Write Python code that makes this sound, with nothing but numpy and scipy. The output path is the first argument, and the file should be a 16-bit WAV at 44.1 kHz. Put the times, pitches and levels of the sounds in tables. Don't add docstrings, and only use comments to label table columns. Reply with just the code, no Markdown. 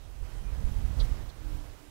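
import sys
import numpy as np
from scipy import signal
from scipy.io import wavfile
from scipy.ndimage import uniform_filter1d

SR = 44100
rng = np.random.default_rng(int(sys.argv[2]) if len(sys.argv) > 2 else 0)


def transcribe(signal):
    frames = np.atleast_2d(signal).T
    limited = np.clip(frames, -1, 1)
    pcm = np.round(limited * 32767).astype(np.int16)
    wavfile.write(sys.argv[1], SR, pcm)


N = 83790

# time_s, relative_level_db
WIND_PRESSURE = [(0.0, -48.5), (0.178, -45), (0.232, -34), (0.29, -47.5), (0.386, -39), (0.422, -40.5),
                 (0.486, -35.5), (0.598, -35.5), (0.612, -43), (0.656, -26), (0.698, -39.5), (0.718, -32.5),
                 (0.75, -39), (0.782, -25), (0.82, -41), (0.84, -28.5), (0.942, -38), (0.994, -25.5),
                 (1.042, -28), (1.062, -39), (1.122, -29), (1.158, -39.5), (1.29, -40.5), (1.316, -55.5),
                 (1.47, -37), (1.496, -43), (1.528, -34), (1.676, -47.5), (1.73, -45), (1.782, -60),
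                 (1.878, -55.5), (1.9, -45)]
# frequency_hz, relative_density_db
RUMBLE_SPECTRUM = [(15, -7.5), (28, -0.5), (45, 3), (65, -6), (100, -12), (140, -21.5), (220, -45)]
# time_s, relative_level_db
FLUTTER_LEVELS = [(0.0, -65), (0.158, -67), (0.226, -56.5), (0.258, -58.5), (0.464, -50), (0.554, -52.5),
                  (0.634, -44), (0.814, -42.5), (0.972, -49.5), (0.994, -43), (1.306, -57.5), (1.56, -50),
                  (1.676, -62), (1.9, -69.5)]
# frequency_hz, relative_density_db
FLUTTER_SPECTRUM = [(70, -6.5), (115, 1), (160, -4.5), (230, -10), (320, -22), (450, -33)]
# time_s, relative_rush_db, relative_treble_db
GUST_LEVELS = [(0.0, -62.5, -71.5), (0.014, -63.5, -68.5), (0.222, -62.5, -68), (0.242, -58.5, -67),
               (0.374, -58.5, -65.5), (0.422, -61, -67), (0.544, -56.5, -66.5), (0.666, -57.5, -64.5),
               (0.676, -54, -65.5), (0.718, -58, -63.5), (0.956, -56, -65), (1.01, -51.5, -63),
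               (1.042, -55, -60), (1.052, -50.5, -59.5), (1.068, -55.5, -63), (1.136, -54.5, -64),
               (1.348, -60, -67.5), (1.528, -57.5, -64.5), (1.888, -62.5, -68.5), (1.9, -61, -70)]
# frequency_hz, relative_density_db
RUSH_SPECTRUM = [(150, -8.5), (280, 0.5), (450, 0), (800, -3.5), (1500, -8), (3000, -15), (6000, -21),
                 (15000, -34)]
# frequency_hz, relative_density_db
STEM_SPECTRUM = [(1000, -32), (2500, 4), (4000, -1), (6000, 0), (9000, -1.5), (13000, -4), (16000, -6)]
# start_s, length_s, pitch_hz, level_db
SONG_NOTES = [(-.02, .1, 3780, -72), (0.103, .2, 2610, -73), (0.227, .13, 3100, -66),
              (0.352, .11, 3080, -67), (0.422, .11, 2460, -62)]
# frequency_hz, relative_density_db
PREAMP_SPECTRUM = [(20, 22), (45, 20.5), (100, 9), (250, 3.5), (1000, -0.5), (8000, -1), (15000, -4)]
# peak_s, level_db
CHIP_PEAKS = [(1.008, -38.5), (1.302, -50)]
# frequency_hz, relative_density_db
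RASP_SPECTRUM = [(2000, -25), (3000, -25), (3600, -1), (4100, 4), (4800, 0), (5600, -15), (7000, -32)]
# time_s, pitch_hz, level_db
HOOT_CONTOUR = [(1.33, 308, -84), (1.39, 313, -62.5), (1.46, 308.9, -49), (1.54, 299.8, -50),
                (1.65, 295, -54.5), (1.75, 297, -67.5), (1.84, 298.7, -55.5), (1.9, 291, -60)]


def from_db(db):
    return 10 ** (np.asarray(db) / 20)


def unit_rms(x):
    return x / np.sqrt(np.mean(x ** 2) + 1e-20)


def curves(rows):
    time_s, *columns = np.transpose(rows)
    return [np.interp(np.arange(N) / SR, time_s, column) for column in columns]


def tone(pitch_hz):
    return np.sqrt(2) * np.sin(2 * np.pi * np.cumsum(pitch_hz) / SR)


def drift(rate_hz):
    step, settle = 40, 2000
    pole = np.exp(-2 * np.pi * rate_hz * step / SR)
    white = rng.standard_normal(N // step + settle + 2)
    slow = signal.lfilter([1], [1, -2 * pole, pole ** 2], white)[settle:]
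    return np.interp(np.arange(N) / step, np.arange(len(slow)), unit_rms(slow))


def coloured_noise(spectrum, flicker_db):
    hz, db = np.transpose(spectrum)
    edges_hz = 16 * 2 ** (np.arange(32) / 3)
    white = rng.standard_normal((2, N + SR // 2))
    out = 0
    for k, (low, high) in enumerate(zip(edges_hz, edges_hz[1:])):
        bandpass = signal.butter(2, [low, high], "band", fs=SR, output="sos")
        band = signal.sosfilt(bandpass, white[k % 2])[-N:]
        centre_hz = np.sqrt(low * high)
        octaves_outside = abs(np.log2(centre_hz / np.clip(centre_hz, hz[0], hz[-1])))
        level_db = np.interp(np.log(centre_hz), np.log(hz), db) - 20 * octaves_outside
        out += band * from_db(level_db + flicker_db * drift(rate_hz=10.4))
    return unit_rms(out)


def wind_on_microphone(rumble_gain_db=6.5, flutter_gain_db=5, eddy_s=0.053, evenness=0.74):
    pressure_db, = curves(WIND_PRESSURE)
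    flutter_db, = curves(FLUTTER_LEVELS)
    eddies = coloured_noise(RUMBLE_SPECTRUM, flicker_db=1)
    eddy_power = uniform_filter1d(eddies ** 2, int(eddy_s * SR)) + 1e-9
    evened = unit_rms(eddies / eddy_power ** (evenness / 2))
    rumble = from_db(rumble_gain_db + pressure_db) * evened
    flutter = from_db(flutter_gain_db + flutter_db) * coloured_noise(FLUTTER_SPECTRUM, flicker_db=-0.5)
    return rumble + flutter


def wind_in_grass(rush_gain_db=8, hiss_gain_db=7, tick_gain_db=-4.5, base_ticks_per_s=830):
    rush_db, treble_db = curves(GUST_LEVELS)
    rush = from_db(rush_gain_db + rush_db) * coloured_noise(RUSH_SPECTRUM, flicker_db=0.63)
    hiss = from_db(hiss_gain_db + treble_db) * coloured_noise(STEM_SPECTRUM, flicker_db=1.28)
    ticks_per_s = base_ticks_per_s * from_db(treble_db - treble_db.mean())
    touches = (rng.random(N) < ticks_per_s / SR) * rng.standard_normal(N)
    tick_band = signal.butter(1, [2000, 8000], "band", fs=SR, output="sos")
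    ticks = unit_rms(signal.sosfilt(tick_band, touches + 1e-18))
    return rush + hiss + from_db(tick_gain_db + treble_db) * ticks


def far_songbird(fall_hz_per_s=900, blur_hz=60):
    out = 0
    for start_s, length_s, pitch_hz, level_db in SONG_NOTES:
        t = np.clip(np.arange(N) / SR - start_s, 0, length_s)
        slur_hz = pitch_hz - fall_hz_per_s * (t - length_s / 2)
        swell = np.sin(np.pi * t / length_s)
        out += from_db(level_db) * swell * tone(slur_hz + blur_hz * drift(rate_hz=60))
    return out


def preamp_hiss(level_db=-76):
    return from_db(level_db) * coloured_noise(PREAMP_SPECTRUM, flicker_db=0)


def small_bird(pitch_hz=4105, jitter_hz=200.8, whistle_over_rasp_db=-4.5):
    attack_s, release_s = 0.0076, 0.0098
    pulse_hz, pulse_depth = 350, 0.35
    whistle = tone(pitch_hz + jitter_hz * drift(rate_hz=149.7))
    rasp = coloured_noise(RASP_SPECTRUM, flicker_db=4)
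    voice = unit_rms(rasp + from_db(whistle_over_rasp_db) * whistle)
    out = 0
    for peak_s, level_db in CHIP_PEAKS:
        t = np.arange(N) / SR - peak_s
        rise = np.exp(-(np.minimum(t, 0) / attack_s) ** 2 / 2)
        decay = np.exp(-np.maximum(t, 0) / release_s)
        pulses = 1 + pulse_depth * np.cos(2 * np.pi * pulse_hz * t)
        out += from_db(level_db) * rise * decay * pulses * voice
    return out


def far_grouse():
    pitch_hz, level_db = curves(HOOT_CONTOUR)
    return from_db(level_db) * tone(pitch_hz)


def scene():
    microphone = wind_on_microphone() + wind_in_grass() + far_songbird() + small_bird() + far_grouse()
    return np.array([preamp_hiss(), preamp_hiss() + microphone])


def record(dry):
    cutoff_hz = 15700
    lowpass = signal.ellip(12, 0.1, 80, cutoff_hz, fs=SR, output="sos")
    return signal.sosfilt(lowpass, dry)


dry = scene()
out = record(dry)
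transcribe(out)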